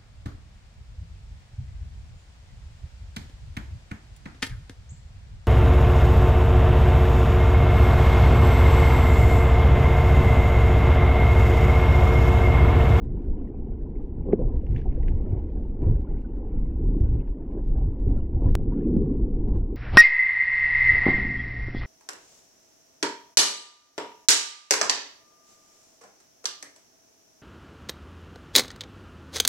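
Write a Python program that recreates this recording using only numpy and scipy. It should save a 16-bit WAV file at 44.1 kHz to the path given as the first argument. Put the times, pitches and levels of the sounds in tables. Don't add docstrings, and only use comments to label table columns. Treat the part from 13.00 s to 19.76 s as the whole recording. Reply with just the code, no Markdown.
import sys
import numpy as np
from scipy import signal
from scipy.fft import rfft, irfft
from scipy.io import wavfile
from scipy.ndimage import uniform_filter1d

SR = 44100
rng = np.random.default_rng(int(sys.argv[2]) if len(sys.argv) > 2 else 0)


def generate_wav(sig):
    pcm = np.round(np.clip(np.atleast_2d(sig).T, -1, 1) * 32767).astype(np.int16)
    wavfile.write(sys.argv[1], SR, pcm)


N = 298116
T = np.arange(N) / SR

# frequency in Hz, relative gain in dB.
SAND_SPECTRUM = [(800, 1.5), (2000, -5), (3500, -9), (6000, -15.5), (8000, -21), (15000, -28.5)]
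CRACKLE_SPECTRUM = [(1500, 2.5), (3000, -5.5), (4500, -11.5), (6300, -13.5), (7500, -18.5), (15000, -27)]
GRAVEL_SPECTRUM = [(1300, -12.5), (1700, -1), (2150, 0.5), (3100, -8.5), (3900, -16), (6300, -20.5),
                   (7500, -36.5)]
SCUFF_SPECTRUM = [(1000, -2.5), (1500, 3), (2200, -2.5), (2900, -15), (3500, -27), (4500, -34), (8000, -42)]
FIZZ_SPECTRUM = [(900, -5.5), (1450, -1.5), (1800, -4.5), (2150, -1.5), (2500, -7), (2900, -5.5),
                 (3500, -16), (5000, -31)]
GURGLE_SPECTRUM = [(380, -3.5), (510, 1.5), (640, -3.5), (760, -0.5), (850, -2.5), (1000, -4.5),
                   (1200, -17.5), (1600, -35)]
CHURN_SPECTRUM = [(110, -14.5), (190, -5), (260, 0), (330, -0.5), (420, -3), (500, -10), (620, -36),
                  (900, -54)]
FLUTTER_SPECTRUM = [(55, -10), (80, 0.5), (102, 0.5), (150, -6.5), (220, -23), (400, -30.5)]
HEAVE_SPECTRUM = [(6, -8.5), (14, -3.5), (30, 4.5), (50, -1.5), (68, -3.5), (85, -15), (120, -34.5)]

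# crest time and length in seconds, level in dB.
CRACKLE_BURSTS = [(.047, 0.022, -71), (.245, .07, -76), (.49, 0.019, -78.5), (.825, .02, -78),
                  (.9, 0.029, -79.5), (1.045, 0.077, -80), (1.478, 0.02, -71), (1.56, 0.046, -75.5),
                  (1.715, 0.047, -70), (2.165, 0.053, -73.5), (2.33, 0.019, -72), (2.39, 0.022, -71),
                  (2.56, 0.33, -80), (2.825, 0.025, -74.5), (2.92, 0.029, -78.5), (3.015, 0.021, -74.5),
                  (3.1, 0.023, -77), (3.21, 0.052, -76.5), (3.365, 0.031, -77.5), (3.6, .04, -77),
                  (3.89, 0.053, -75), (4.011, 0.025, -68), (4.125, 0.1, -74.5), (4.295, .025, -72.5),
                  (4.525, 0.031, -77), (4.685, 0.082, -75), (4.787, 0.025, -74.5), (5.0, 0.02, -74),
                  (5.085, 0.06, -72.5), (5.17, 0.035, -75), (5.49, 0.12, -70.5), (5.973, 0.033, -73.5),
                  (6.058, .025, -76), (6.355, 0.02, -76), (6.483, 0.021, -70.5), (6.565, 0.055, -72.5)]
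# crest time in seconds, length in seconds, level in dB.
GRAVEL_SLIPS = [(1.795, 0.06, -65), (2.086, 0.026, -63), (1.93, 0.46, -75.5)]
# start in seconds, peak level in dB, pitch in Hz.
PEBBLE_CLACKS = [(1.612, -61, 2150), (1.665, -50.5, 2270), (1.71, -63, 2400), (1.725, -59, 2490),
                 (1.752, -52, 2050), (1.7608, -38, 2180), (1.766, -51, 2700), (1.778, -51, 2590),
                 (1.798, -53, 2230), (1.816, -48, 2160), (1.829, -60, 2200), (1.925, -57, 2090),
                 (1.967, -60.5, 2000), (2.029, -50, 2210), (2.037, -57, 2300), (2.0811, -38.5, 2150),
                 (2.122, -59, 2250), (2.181, -60, 2210), (4.274, -57.5, 2160)]
# frequency as a multiple of the pitch, relative level in dB.
PEBBLE_PARTIALS = [(.86, 4), (1, -1), (1.24, -3), (1.4, -12), (1.75, -26.5), (2.3, -23), (2.85, -23.5)]
# start in seconds, peak level in dB, frequency in Hz, rise time in seconds.
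DULL_KNOCKS = [(1.287, -24, 365, 0.003), (1.469, -20, 75, 0.0075), (1.698, -16, 70, .012),
               (2.322, -17, 89.8, 0.012), (2.863, -11, 84.5, 0.0092), (2.867, -27, 233, 0.0041),
               (2.889, -17.5, 125, 0.0064), (2.906, -12.5, 113, 0.0078), (3.964, -18, 282, 0.006),
               (4.003, -11, 80, 0.0098), (4.035, -16, 70.7, .008), (5.066, -25.5, 375, 0.0041),
               (5.071, -13, 88, 0.0068), (5.089, -23, 277, 0.0058), (5.36, -15, 83.7, 0.011),
               (5.421, -23, 352, 0.0025), (5.451, -13, 78.6, 0.0098), (5.761, -20.5, 263, 0.0044),
               (5.85, -16.5, 259, 0.0075), (5.965, -7.5, 232, 0.003), (6.109, -15.5, 260, 0.0052)]
# frequency in Hz, peak level in dB, lag and rise time in seconds.
HARD_KNOCK_PARTIALS = [(644, -21.5, 0.00095, 0.00265), (388, -6.5, 0.00085, 0.0043),
                       (205, -12.5, 0.0022, 0.0045)]
# start in seconds, peak level in dB, pitch in Hz.
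PLIPS = [(.473, -62, 1860), (.955, -61.5, 2130), (1.254, -38, 514), (1.28, -31.5, 503), (1.39, -26.5, 487),
         (1.405, -31, 545), (1.45, -36, 483), (1.535, -37.5, 487), (1.631, -36, 516), (1.854, -39, 757),
         (1.913, -59, 2130), (1.973, -35.5, 486), (2.184, -47.5, 490), (2.56, -46.5, 743),
         (2.594, -44, 571), (2.826, -62.5, 2280), (2.852, -64, 1840), (2.872, -37.5, 512),
         (2.95, -60, 1520), (3.071, -59, 1370), (3.106, -46.5, 770), (3.14, -63, 1950), (3.171, -63, 2120),
         (3.244, -55.5, 1480), (3.402, -42, 500), (4.199, -58.5, 2560), (4.2, -64, 2870),
         (4.579, -62, 1600), (4.853, -66, 1520), (5.16, -42, 580), (5.177, -57, 1370), (5.415, -44, 640),
         (5.481, -60, 1670), (5.592, -44.5, 540), (5.719, -45, 955), (5.72, -57.5, 1420),
         (5.776, -60.5, 1380), (5.87, -41.5, 524), (6.129, -38, 498)]
# crest time in seconds, length in seconds, level in dB.
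FIZZ_TRICKLES = [(.25, 0.41, -74.5), (.97, 0.087, -79), (1.31, .08, -70), (2.33, 0.26, -74.5),
                 (2.87, 0.11, -71), (3.18, 0.26, -75), (3.6, 0.33, -74.5), (4.1, 0.42, -76),
                 (5.79, 0.14, -70)]
# crest time and length in seconds, churn and gurgle levels in dB.
BUBBLE_CLOUDS = [(.25, 0.56, -37.5, -56), (1.29, .04, -27, -43), (1.335, .035, -24, -46),
                 (1.415, 0.059, -30.5, -45.5), (1.52, .09, -38.5, -51), (2.1, 0.39, -45, -54.5),
                 (2.36, .14, -40, -50), (2.87, .12, -32, -48), (3.42, .1, -45, -56.5), (3.07, .1, -53, -57),
                 (3.57, 0.12, -38.5, -66.5), (3.83, .22, -35.5, -65), (3.97, .07, -32.5, -62),
                 (4.57, 0.076, -35.5, -49.5), (4.8, .09, -44, -51), (5.11, .1, -33.5, -52),
                 (5.455, 0.085, -37, -43), (5.93, .2, -24, -63.5), (6.0, .75, -30, -59.5),
                 (6.52, 0.09, -32, -47.5), (6.73, 0.11, -36, -61)]
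# crest time and length in seconds, strength in dB.
SIDE_EDDIES = [(5.61, 0.071, -39.5), (5.985, 0.025, -25), (6.22, 0.17, -47)]
# time in seconds, relative strength in dB.
CURRENT = [(0.0, -30), (0.62, -32.5), (2.07, -28.5), (2.45, -30.5), (3.05, -27.5), (3.31, -31),
           (4.07, -24.5), (4.33, -39), (4.52, -31.5), (4.74, -29.5), (5.44, -30.5), (5.82, -31),
           (6.55, -24.5), (6.76, -30)]
# crest time and length in seconds, heave and flutter levels in dB.
CURRENT_SURGES = [(.11, 0.091, -24.5, -29.5), (.3, 0.081, -21.5, -49), (.7, 0.24, -39.5, -39.5),
                  (1.22, 0.14, -48, -34.5), (1.47, 0.11, -24, -30), (1.56, 0.04, -18.5, -37.5),
                  (1.74, .1, -20.5, -27), (2.0, 0.22, -21.5, -33), (2.13, .1, -22, -32),
                  (2.34, 0.054, -30.5, -28), (2.44, .08, -28, -44.5), (2.9, .1, -18.5, -27),
                  (3.15, 0.048, -29.5, -35.5), (3.63, .12, -23.5, -35), (3.88, .16, -22.5, -31),
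                  (4.05, 0.07, -24, -28), (4.15, 0.074, -20.5, -26), (4.3, 0.038, -22, -45),
                  (4.72, 0.11, -18.5, -33.5), (4.86, .09, -22, -28), (5.13, 0.14, -20, -30.5),
                  (5.36, 0.067, -27, -31.5), (5.5, 0.1, -16.5, -25.5), (5.67, 0.072, -22.5, -28.5),
                  (5.99, .17, -28, -30.5), (6.22, .06, -22, -35.5), (6.43, 0.092, -22, -33.5),
                  (6.57, 0.082, -20, -25.5)]

HEAVE_DB, FLUTTER_DB, CHURN_DB, GURGLE_DB = -29, -43, -39.5, -56.5
RUMBLE_FOLLOW, BUBBLE_FOLLOW = 0.99, 0.064
SURGE_CHURN_DB, SURGE_GURGLE_DB = -19.5, -32
SAND_DB, SAND_RUMBLE_DB, SAND_GROWTH = -86.5, -23, 0.72


def undb(db):
    return 10 ** (np.asarray(db) / 20)


def unit(x):
    return x / np.sqrt(np.mean(x ** 2))


def add(out, s, sound):
    i = int(np.clip(s * SR, 0, N - 1))
    out[i:i + len(sound)] += sound[:N - i]


def together(*levels_db):
    return 10 * np.log10(sum(10 ** (db / 10) for db in levels_db) + 1e-18)


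def swells(table, edge_db, shape):
    rows = [np.array(crest_db)[:, None] - edge_db * np.abs(2 * (T - s) / max(length_s, .01)) ** shape
            for s, length_s, *crest_db in table]
    return together(*rows)


def colour(x, spectrum):
    hz, db = np.transpose(spectrum)
    octave = np.log2(np.maximum(np.arange(N // 2 + 1) * SR / N, 1))
    known = np.log2(hz)
    beyond = np.abs(octave - np.clip(octave, known[0], known[-1]))
    gain = undb(np.interp(octave, known, db) - 30 * beyond)
    return unit(irfft(rfft(x) * gain, N))


def local_power(x, seconds):
    size = max(int(seconds * SR), 2)
    return uniform_filter1d(uniform_filter1d(x ** 2, size), size) + 1e-9


def even(x, seconds):
    return x / np.sqrt(local_power(x, seconds))


def wander(rate_hz):
    size = max(int(SR / rate_hz), 2)
    steps = np.repeat(rng.standard_normal(N)[:N // size + 1], size)
    return unit(uniform_filter1d(steps, size)[:N])


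def sand_and_crackle(rumble, grain_db=3.5, impulses_per_s=1900, impulse_spread_db=2.5, spurt_db=1.5):
    push_db = 10 * np.log10(local_power(rumble, seconds=0.02))
    drift_db = SAND_DB + SAND_GROWTH * (push_db - SAND_RUMBLE_DB)
    hiss = rng.standard_normal(N) * undb(grain_db * wander(700))
    impulses = (rng.random(N) < impulses_per_s / SR) * np.sign(hiss)
    impulses *= undb(impulse_spread_db * rng.standard_normal(N))
    crackle = even(colour(impulses, CRACKLE_SPECTRUM), 0.018)
    spurts = unit(crackle * undb(spurt_db * wander(170)))
    burst_db = swells(CRACKLE_BURSTS, edge_db=7.5, shape=4.4)[0]
    return colour(hiss, SAND_SPECTRUM) * undb(drift_db) + spurts * undb(burst_db)


def gravel(jerk_db=2.5):
    crunch = rng.standard_normal(N) * undb(jerk_db * wander(160))
    slip_db = swells(GRAVEL_SLIPS, edge_db=1.5, shape=2.9)[0]
    return colour(crunch, GRAVEL_SPECTRUM) * undb(slip_db)


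def struck_mode(hz, rise_s):
    t = T[:int(10 * rise_s * SR)]
    return (t / rise_s * np.exp(1 - t / rise_s)) ** 2 * np.sin(2 * np.pi * hz * t)


def pebbles(rise_s=0.0013, rebound_s=.0019, rebound_db=-1, scatter_db=-15.5, scatter_s=.009):
    out, t = np.zeros(N), T[:SR // 10]
    for s, db, hz in PEBBLE_CLACKS:
        for lag_s, touch_db in ((0, 0), (rebound_s, rebound_db)):
            detunes = 1 + 0.053 * rng.standard_normal(len(PEBBLE_PARTIALS))
            clack = sum(undb(mode_db) * struck_mode(hz * ratio * detune, rise_s)
                        for (ratio, mode_db), detune in zip(PEBBLE_PARTIALS, detunes))
            add(out, s + lag_s, undb(db + touch_db) * clack / np.abs(clack).max())
        echoes = rng.standard_normal(len(t)) * np.exp(-t / scatter_s)
        tail = signal.fftconvolve(clack, echoes)
        add(out, s, undb(db + scatter_db) * tail / np.abs(tail).max())
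    return out


def click(start_s=5.553, peak_db=-10.5, relax_s=0.0015):
    out = np.zeros(N)
    add(out, start_s, undb(peak_db) * np.exp(-T[:SR // 20] / relax_s))
    return out


def knocks(hard_knock_s=1.3293, scuff_length_s=.005, scuff_crest_db=-45):
    out = np.zeros(N)
    for s, db, hz, rise_s in DULL_KNOCKS:
        add(out, s, undb(db) * struck_mode(hz, rise_s))
    for hz, db, lag_s, rise_s in HARD_KNOCK_PARTIALS:
        add(out, hard_knock_s + lag_s, undb(db) * struck_mode(hz, rise_s))
    scuff = even(colour(rng.standard_normal(N), SCUFF_SPECTRUM), 0.0033)
    scuff_db = swells([(hard_knock_s, scuff_length_s, scuff_crest_db)], edge_db=8.5, shape=1.5)[0]
    return out + scuff * undb(scuff_db)


def bubble(hz, cycles, glide, neck=0.089):
    age = T[:int(cycles / hz * SR)] * hz / cycles
    ring = np.sin(2 * np.pi * cycles * age * (1 + glide * age / 2)) * np.exp(-np.log(1000) * age)
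    ring *= 1 - np.exp(-(age / neck) ** 2)
    return ring / np.abs(ring).max()


def plips(life_at_1khz_s=0.055, pitch_spread=.22, lag_s=.018, companion_db=-8):
    out = np.zeros(N)
    for s, db, hz in PLIPS:
        cycles = life_at_1khz_s * np.sqrt(hz * 1000)
        add(out, s, undb(db) * bubble(hz, cycles, glide=0.03, neck=0.053))
        for pitch, when in rng.random((3, 2)):
            companion = bubble(hz * (1 + pitch_spread * (2 * pitch - 1)), cycles / 2, glide=.02)
            add(out, s + lag_s * when, undb(db + companion_db) * companion)
    return out


def bubble_cloud(low_hz, high_hz, cycles, spread_db, far_db, count):
    near = np.zeros(N)
    for when, pitch, chance in rng.random((count, 3)):
        hz = low_hz * (high_hz / low_hz) ** pitch
        db = -spread_db * np.log(max(chance, .01))
        add(near, when * N / SR, undb(db) * bubble(hz, cycles, glide=0.031))
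    far = colour(rng.standard_normal(N), [(low_hz, 0), (high_hz, -6 * np.log2(high_hz / low_hz))])
    return unit(near) + undb(far_db) * far


def bubbly_water(churn_db, gurgle_db):
    churn = bubble_cloud(132.1, 619.0, cycles=12.1, spread_db=2.5, far_db=-2, count=3500)
    gurgle = bubble_cloud(430, 1400, cycles=32, spread_db=3.5, far_db=-0.5, count=3500)
    fizz = bubble_cloud(1100, 3400, cycles=64, spread_db=3.5, far_db=-2.0, count=4000)
    stirred_db = -76 + 0.41 * (gurgle_db - np.mean(gurgle_db))
    trickle_db = swells(FIZZ_TRICKLES, edge_db=3.5, shape=2.7)[0]
    fizz_db = together(stirred_db, trickle_db) + 0.83 * wander(15)
    return (even(colour(churn, CHURN_SPECTRUM), 0.098) * undb(churn_db)
            + even(colour(gurgle, GURGLE_SPECTRUM), 0.18) * undb(gurgle_db)
            + colour(fizz, FIZZ_SPECTRUM) * undb(fizz_db))


def buffeting(heave_db, flutter_db):
    heave = even(colour(rng.standard_normal(N), HEAVE_SPECTRUM), 0.14)
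    flutter = even(colour(rng.standard_normal(N), FLUTTER_SPECTRUM), 0.074)
    return heave * undb(heave_db) + flutter * undb(flutter_db)


def scene():
    flow_db = np.interp(T, *np.transpose(CURRENT))
    flow_db -= np.mean(flow_db)
    surge_heave_db, surge_flutter_db = swells(CURRENT_SURGES, edge_db=4.0, shape=1.8)
    cloud_churn_db, cloud_gurgle_db = swells(BUBBLE_CLOUDS, edge_db=4.5, shape=1.8)
    heave_db = together(HEAVE_DB + RUMBLE_FOLLOW * flow_db, surge_heave_db)
    flutter_db = together(FLUTTER_DB + RUMBLE_FOLLOW * flow_db, surge_flutter_db)
    stir_db = BUBBLE_FOLLOW * flow_db
    churn_db = together(CHURN_DB + stir_db, surge_flutter_db + SURGE_CHURN_DB, cloud_churn_db)
    gurgle_db = together(GURGLE_DB + stir_db, surge_flutter_db + SURGE_GURGLE_DB, cloud_gurgle_db)
    rumble = buffeting(heave_db, flutter_db)
    water = (rumble + bubbly_water(churn_db, gurgle_db)) * undb(wander(16))
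    mid = water + plips() + sand_and_crackle(rumble) + gravel() + knocks() + pebbles() + click()
    rocking_db = swells(SIDE_EDDIES, edge_db=6.0, shape=1.03)[0]
    side = buffeting(rocking_db - 0.5, rocking_db - 4.5) + undb(-14) * sand_and_crackle(rumble)
    return np.array([mid + side, mid - side])


def record(dry, top_hz=16000, fade_in_s=.005):
    hiss = undb(-96.5) * rng.standard_normal(N)
    fade = np.minimum(T / fade_in_s, 1)
    lowpass = signal.ellip(6, .1, 50, top_hz, fs=SR, output="sos")
    return signal.sosfiltfilt(lowpass, (dry + hiss) * fade)


dry = scene()
out = record(dry)
generate_wav(out)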